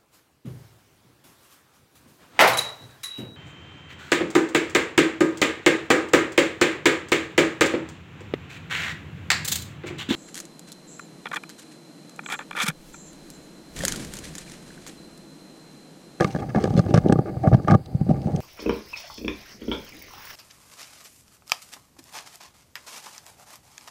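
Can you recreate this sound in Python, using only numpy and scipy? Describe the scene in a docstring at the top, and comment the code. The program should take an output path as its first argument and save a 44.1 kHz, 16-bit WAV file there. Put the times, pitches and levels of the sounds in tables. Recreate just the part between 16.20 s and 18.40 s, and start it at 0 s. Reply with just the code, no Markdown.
"""Irregular bumps of a sealed camera housing, jostled over a rocky, weedy seabed under churning seawater.
Each bump shoves the water with a dull thump, knocks the case, rings its wall and crunches a little grit.
Between the bumps the case rubs along in quick slips and eddies rumble round it.
Faint fizz, crackle and clicks come from the reef behind."""
import sys
import numpy as np
from scipy import signal
from scipy.fft import rfft, irfft, next_fast_len
from scipy.io import wavfile
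from scipy.ndimage import uniform_filter1d, map_coordinates

SR = 44100
rng = np.random.default_rng(int(sys.argv[2]) if len(sys.argv) > 2 else 0)


def materialize(psi):
    """Save the field psi as 16-bit PCM at rate SR to the path in sys.argv[1].

    A 1-D psi becomes a single channel; in a 2-D psi each row is a channel.
    """
    bounded = np.clip(np.atleast_2d(psi).T, -1, 1)
    quanta = np.round(bounded * 32767).astype(np.int16)
    wavfile.write(sys.argv[1], SR, quanta)


N = 97240


def amp(db):
    """Decibels to gain."""
    return 10 ** (np.asarray(db) / 20)


def unit(x):
    """Scale to rms 1."""
    return x / np.sqrt(np.mean(x ** 2) + 1e-20)


def crest(x):
    """Scale so that the envelope, averaged over a millisecond, peaks at 1."""
    return x / (uniform_filter1d(np.abs(signal.hilbert(x)), size=44).max() + 1e-12)


def add(track, s, sound):
    """Mix a sound into a track at time s."""
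    i = max(round(s * SR), 0)
    track[i:i + len(sound)] += sound[:max(len(track) - i, 0)]


def wobble(rate):
    """A smooth random curve, rate knots a second."""
    return map_coordinates(rng.standard_normal(int(N * rate / SR) + 4), [np.arange(N) * rate / SR])


def response(points, modes=None, size=8192):
    """Impulse response of an EQ curve (f/Hz, level/dB), with resonances if given."""
    f = np.fft.rfftfreq(size, 1 / SR)
    hz, db = np.transpose(points)
    gain = amp(np.interp(np.log(f + 1), np.log(hz), db))
    if modes is not None:
        peaks = [amp(level) * f * width / (centre ** 2 - f ** 2 + 1j * f * width)
                 for centre, width, level in modes]
        gain = gain * np.sqrt(sum(np.abs(peak) ** 2 for peak in peaks))
    # minimum phase: nothing rings ahead of the hit
    cepstrum = irfft(np.log(np.maximum(gain, 1e-5)))
    cepstrum[1:size // 2] *= 2
    cepstrum[size // 2 + 1:] = 0
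    return irfft(np.exp(rfft(cepstrum)))[:size // 2]


def through(x, ir):
    """Pass a signal through an impulse response."""
    return signal.fftconvolve(x, ir)[:len(x)]


def noise(ir):
    """Steady noise at rms 1, coloured by an impulse response."""
    return unit(through(rng.standard_normal(N), ir))


def focused(ir, centre_hz, boost_db, width_oct=0.33):
    """An impulse response with a bell boost round centre_hz."""
    hz = np.geomspace(100, 16000, num=80)
    bell_db = boost_db * np.exp(-(np.log2(hz / centre_hz) / width_oct) ** 2)
    return through(ir, response(np.column_stack([hz, bell_db])))


def grains(rate, scatter_db, size=N):
    """Random impulses of scattered strength, about rate a second."""
    fires = rng.random(size) < rate / SR
    strength = amp(scatter_db * np.clip(rng.standard_normal(size), -2, 2))
    return fires * np.sign(rng.standard_normal(size)) * strength


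def swell(t, rise_s, shape):
    """An envelope that crests at rise_s and then dies; a higher shape is tighter."""
    return (t / rise_s * np.exp(1 - t / rise_s)) ** shape


# hollow modes of the case and brighter modes of its wall (f/Hz, width/Hz, level/dB)
CASE_MODES = [(312.5, 110, 0.5), (494.6, 21, -2), (599, 51, -2), (778.6, 64.5, 0)]
WALL_MODES = [(1192, 78, 1.5), (1453, 43, -8.5), (1660, 154, -4), (2154, 126, -6), (2840, 1300, -22)]
# EQ curves of the case, the wall and the grit (f/Hz, level/dB)
CASE_EQ = [(120, -31), (280, -1), (820, -5.5), (1020, -21.5), (2500, -80.5)]
WALL_EQ = [(700, -42), (1120, 4.5), (1750, 1.5), (3000, -6.5), (5000, -33)]
GRIT_EQ = [(900, -36), (2300, 9.5), (4000, 6.5), (6100, 5), (7300, -4.5), (8600, -0.5), (10000, -14),
           (15500, -22.5)]


def materials():
    """How the case, its wall and the grit each answer a sharp tap."""
    return response(CASE_EQ, CASE_MODES), response(WALL_EQ, WALL_MODES), response(GRIT_EQ)


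GRIT_RISE_S = 0.00091


def crunch(t, grit):
    """A noise burst a few milliseconds long, with the colour of crushed grit."""
    burst = swell(t, GRIT_RISE_S, shape=0.51) * rng.standard_normal(len(t))
    return crest(through(burst, grit))


# fader ride shared by fizz and crackle (t/s, relative level/dB)
REEF_RIDE = [(0, -39.5), (.2, -50), (.3, -54), (.41, -47), (.6, -49), (.83, -53.5), (1.02, -58), (1.3, -52),
             (1.6, -65), (1.8, -59), (1.92, -55.5), (2.2, -50.5)]
# EQ curve of the fizz (f/Hz, level/dB)
FIZZ_EQ = [(900, 10), (2200, 6), (3600, -1.5), (4900, 0.5), (5500, -6.5), (6300, 1), (7300, -5),
           (8700, -2.5), (10000, -14), (15500, -15.5)]
# nearer reef clicks (t/s, centre f/Hz, level/dB)
REEF_CLICKS = [(0.107, 3050, -38.5), (0.743, 5860, -24), (0.885, 3160, -35.5), (0.925, 8800, -27),
               (1.66, 4200, -42), (2.018, 4420, -42.5), (2.162, 6440, -35.5)]
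FIZZ_DB, CRACKLE_DB = -4, -11.5


def reef(grit):
    """The reef's faint bed of fizz, with sparse crackle and a few nearer clicks."""
    t = np.arange(SR // 30) / SR
    ride = amp(np.interp(np.arange(N) / SR, *np.transpose(REEF_RIDE)))
    fizz = noise(response(FIZZ_EQ))
    crackle = unit(through(grains(rate=60, scatter_db=-2.5), crunch(t, grit)))
    out = ride * (amp(FIZZ_DB) * fizz + amp(CRACKLE_DB) * crackle)
    for s, centre_hz, db in REEF_CLICKS:
        click = crunch(t, focused(grit, centre_hz, boost_db=8))
        add(out, s - GRIT_RISE_S, amp(db) * click)
    return out


# fader rides of the churning water (t/s, relative rumble level/dB, relative wash level/dB)
WATER_RIDE = [(0, -30, -14.5), (0.109, -38.5, -39), (.22, -32, -33.5), (.33, -37.5, -40), (.42, -31, -33),
              (.57, -21.5, -31), (.64, -33, -35), (.72, -26.5, -41), (.82, -29.5, -31.5), (.92, -20, -30.5),
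              (1.04, -35.5, -36.5), (1.2, -35, -34.5), (1.32, -17.5, -34), (1.42, -36.5, -35),
              (1.579, -34, -40.5), (1.649, -47, -51), (1.719, -38.5, -37.5), (1.82, -27, -40),
              (1.94, -27.5, -33), (2.04, -33, -36.5), (2.2, -25.5, -30)]
# EQ curve of the rumble (f/Hz, level/dB)
RUMBLE_EQ = [(15, -37), (30, -4), (60, -3.5), (115, 4.5), (190, 1), (280, -13.5), (500, -38.5), (1200, -50),
             (3000, -100)]
RUMBLE_TRIM_DB, WASH_TRIM_DB, WALL_PATTER_DB, LUMP_DB = 2.5, -3, -20, 2.5


def water(case, wall):
    """Lumpy eddies rumble round the housing and wash against its walls."""
    s, rumble_db, wash_db = np.transpose(WATER_RIDE)
    t = np.arange(N) / SR
    lumps_db = LUMP_DB * wobble(rate=39.71)
    rumble_gain = amp(np.interp(t, s, rumble_db) + RUMBLE_TRIM_DB + lumps_db)
    wash_gain = amp(np.interp(t, s, wash_db) + WASH_TRIM_DB + lumps_db)
    rumble, wash = noise(response(RUMBLE_EQ)), noise(case)
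    patter = unit(through(grains(rate=210, scatter_db=3.5), wall))
    return rumble_gain * rumble + wash_gain * (wash + amp(WALL_PATTER_DB) * patter)


# rubs along the housing (t/s, length/s, centre f/Hz, case level/dB, wall level/dB, grit level/dB)
RUB_CUES = [(0.0, 0.026, 580, -22.5, -30, -46.5), (0.185, 0.02, 440, -32.5, -45, -50.5),
            (0.217, 0.027, 880, -34, -44.5, -74), (0.284, 0.023, 727, -44, -44.5, -56),
            (0.345, 0.044, 780, -27, -38.5, -55.5), (0.396, 0.062, 433, -30.5, -42.5, -51.5),
            (0.565, 0.034, 500, -24, -41.5, -42), (0.681, 0.048, 366, -25.5, -58, -57),
            (0.738, 0.047, 530, -24.5, -33, -46), (0.844, 0.093, 410, -25, -54, -69),
            (1.051, 0.048, 400, -30.5, -47, -68), (1.231, 0.052, 685, -20.5, -41, -64.5),
            (1.324, 0.026, 555, -21.5, -34.5, -50.5), (1.473, 0.078, 728, -20.5, -33, -55),
            (1.889, 0.028, 586, -28.5, -54, -55), (2.075, 0.029, 860, -29, -55.5, -84)]
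RUB_ATTACK_S, RUB_RELEASE_S, SLIPS_PER_S, GRIT_TICKS_PER_S = 0.0011, 0.0015, 650, 380


def rubs(case, wall, grit):
    """Quick irregular slips excite the case and the wall; sparser grains of grit tick on top."""
    out, t = np.zeros(N), np.arange(SR // 5) / SR
    for s, length, centre_hz, case_db, wall_db, grit_db in RUB_CUES:
        stroke = np.clip(t / RUB_ATTACK_S, 0, 1) * np.exp(-np.maximum(t - length, 0) / RUB_RELEASE_S)
        stroke_rms = np.sqrt(np.mean(stroke ** 2))
        layers = [(case_db, SLIPS_PER_S, focused(case, centre_hz, boost_db=9.5)),
                  (wall_db, SLIPS_PER_S, wall),
                  (grit_db, GRIT_TICKS_PER_S, crunch(t, grit))]
        for db, rate, ir in layers:
            slips = stroke * grains(rate, scatter_db=0, size=len(t))
            add(out, s, amp(db) * stroke_rms * unit(through(slips, ir)))
    return out


def pulse(t, hz, rise_cycles, shape):
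    """A heavily damped swing of a cycle or two; higher ones are shorter."""
    return swell(t, rise_cycles / hz, shape) * np.sin(2 * np.pi * (hz * t - rise_cycles))


# hits on the housing, levels relative within each layer (t/s, thump f/Hz, thump level/dB,
# knock f/Hz, knock level/dB, ring centre f/Hz, ring level/dB, grit level/dB)
BUMP_CUES = [(0.007, 160, -10.5, 550, -3, 1720, -16, -24),
             (0.045, 169, -10.5, 434, -14.5, 2550, -15.5, -21.5),
             (0.148, 170, -13.5, 560, -12, 1630, -29, -59), (0.161, 213, -19, 463, -14.5, 1630, -28, -38),
             (0.347, 205, -24, 640, -9.5, 1570, -24, -48), (0.359, 185, -8, 475, -11, 1850, -24.5, -35),
             (0.373, 190, -8.5, 680, -18, 1410, -36, -56), (0.383, 193, -14.5, 650, -13, 1850, -31, -44),
             (0.44, 205, -13, 450, -6.5, 1690, -26, -25.5), (0.454, 170, -15.5, 560, -13.5, 1310, -36, -45),
             (0.475, 165, -14, 600, -16.5, 1380, -33.5, -40), (0.504, 146, -11, 392, -15, 1410, -36, -42),
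             (0.539, 168, -14, 500, -24, 1300, -42, -39.5), (0.551, 162, -9, 476, -31, 1400, -37, -47),
             (0.576, 167, -5.5, 460, -33, 1600, -40, -30.5), (0.592, 150, -4, 548, -12.5, 1380, -21, -30),
             (0.663, 154, -15.5, 600, -20, 1480, -34.5, -45),
             (0.707, 180, -14.5, 354, -17, 1500, -34.5, -39), (0.74, 135, -2, 620, -5.5, 1410, -22.5, -24),
             (0.746, 149, -38, 465, -5, 1420, -22, -25.5), (0.759, 160, -9.5, 490, -15, 1430, -28, -34),
             (0.776, 145, -2.5, 550, -10.5, 1550, -15.5, -27.5),
             (0.86, 190, -9, 420, -7.5, 1360, -37.5, -48), (0.896, 219, -3.5, 440, -2, 1500, -25.5, -40),
             (0.923, 185, -8, 400, -2.5, 1570, -18.5, -35), (0.956, 154, -10.5, 400, -12, 1180, -29, -56),
             (0.988, 150, -9.5, 398, -5, 1360, -28, -44), (1.167, 115, -18, 580, -23.5, 1290, -42, -58),
             (1.273, 144, -2, 502, -12.5, 1420, -21.5, -41.5),
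             (1.315, 164, -10.5, 510, -10, 1250, -36, -66), (1.327, 121, -2.5, 532, -11, 1400, -43.5, -52),
             (1.344, 143, -1, 600, -7, 1340, -27, -33.5), (1.397, 132, -18.5, 388, -23, 1380, -36.5, -63),
             (1.446, 170, -19.5, 470, -26, 1680, -37.5, -48),
             (1.482, 146, -13.5, 640, -5.5, 1330, -14, -30), (1.5, 172, -5.5, 584, -12, 2300, -24, -38),
             (1.51, 162, -10.5, 580, -11, 1570, -15.5, -27.5),
             (1.518, 151, -2.5, 730, -14, 1280, -19.5, -29), (1.53, 163, -6, 520, -23, 1310, -37, -53.5),
             (1.539, 153, -6, 730, -23, 1200, -17.5, -41), (1.548, 144, -1.5, 555, -4.5, 1180, -23, -32.5),
             (1.747, 132, -8, 496, -28, 1300, -61, -57), (1.811, 157, -8.5, 336, -20.5, 1290, -66, -47.5),
             (1.865, 149, -19, 553, -24.5, 1300, -55, -53), (1.892, 195, -5.5, 423, -25, 1310, -39.5, -44),
             (1.909, 163, -7, 516, -14, 1330, -43, -52), (2.056, 158, -11.5, 348, -40, 1300, -62, -50),
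             (2.07, 172, -14, 544, -17.5, 1390, -46, -45), (2.145, 130, -15.5, 425, -18, 1300, -45, -57)]
THUMP_TRIM_DB, KNOCK_TRIM_DB, GRIT_TRIM_DB = 0.5, -3.5, -3
THUMP_RISE_CYCLES, RING_RISE_S = 0.74, 0.001
BOOM_HZ, BOOM_T60_S, BOOM_DB = 117, 0.073, -15.5  # the whole housing sways on after a thump
RATTLE_DECAY_S, RATTLE_DB = 0.0019, -4.5  # a burst stirs the case modes under each knock
GRIT_LEAD_S = 0.00057  # grit gives way just before the case is hit


def bumps(case, wall, grit):
    """Each hit stacks a low shove of water, a hollow knock, a short wall ring and a crunch."""
    out, t = np.zeros(N), np.arange(SR // 8) / SR
    boom_envelope = amp(BOOM_DB - 60 * t / BOOM_T60_S) * (1 - np.exp(-t * BOOM_HZ))
    boom = boom_envelope * np.sin(2 * np.pi * (BOOM_HZ * t - THUMP_RISE_CYCLES))
    for s, thump_hz, thump_db, knock_hz, knock_db, ring_hz, ring_db, grit_db in BUMP_CUES:
        thump = pulse(t, thump_hz, THUMP_RISE_CYCLES, shape=2.04) + boom
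        burst = np.exp(-t / RATTLE_DECAY_S) * rng.standard_normal(len(t))
        rattle = crest(through(burst, case))
        knock = pulse(t, knock_hz, rise_cycles=1.369, shape=8.1) + amp(RATTLE_DB) * rattle
        struck_wall = focused(wall, ring_hz, boost_db=13)
        ring_attack = (1 - np.exp(-t[:len(struck_wall)] / RING_RISE_S)) ** 2
        add(out, s, amp(thump_db + THUMP_TRIM_DB) * thump)
        add(out, s, amp(knock_db + KNOCK_TRIM_DB) * knock)
        add(out, s, amp(ring_db) * crest(struck_wall * ring_attack))
        add(out, s - GRIT_LEAD_S, amp(grit_db + GRIT_TRIM_DB) * crunch(t, grit))
    return out


def scene():
    """Bumps and rubs up front, water and reef behind, in mono as heard inside the housing."""
    case, wall, grit = materials()
    mix = bumps(case, wall, grit) + rubs(case, wall, grit) + water(case, wall) + reef(grit)
    return mix[None]


# EQ curve of the camera's hiss (f/Hz, level/dB)
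HISS_EQ = [(900, 10.5), (2500, 1.5), (3600, -0.5), (4800, 11), (5800, -13), (7500, -1.5), (10000, -2),
           (15500, -5.5)]
HISS_DB, LOW_CUT_HZ, HIGH_CUT_HZ = -59.5, 100.3, 15900


def record(dry):
    """The camera thins the deep bass, hisses faintly, soft-clips the peaks and cuts the very top."""
    thin = signal.sosfilt(signal.butter(1, LOW_CUT_HZ, "highpass", fs=SR, output="sos"), dry)
    hissy = thin + amp(HISS_DB) * noise(response(HISS_EQ))
    rounded = hissy / (1 + np.abs(hissy) ** 8) ** (1 / 8)
    size = next_fast_len(N + SR // 4)
    passband = np.fft.rfftfreq(size, 1 / SR) < HIGH_CUT_HZ
    return irfft(rfft(rounded, size) * passband, size)[..., :N]


dry = scene()
out = record(dry)
materialize(out)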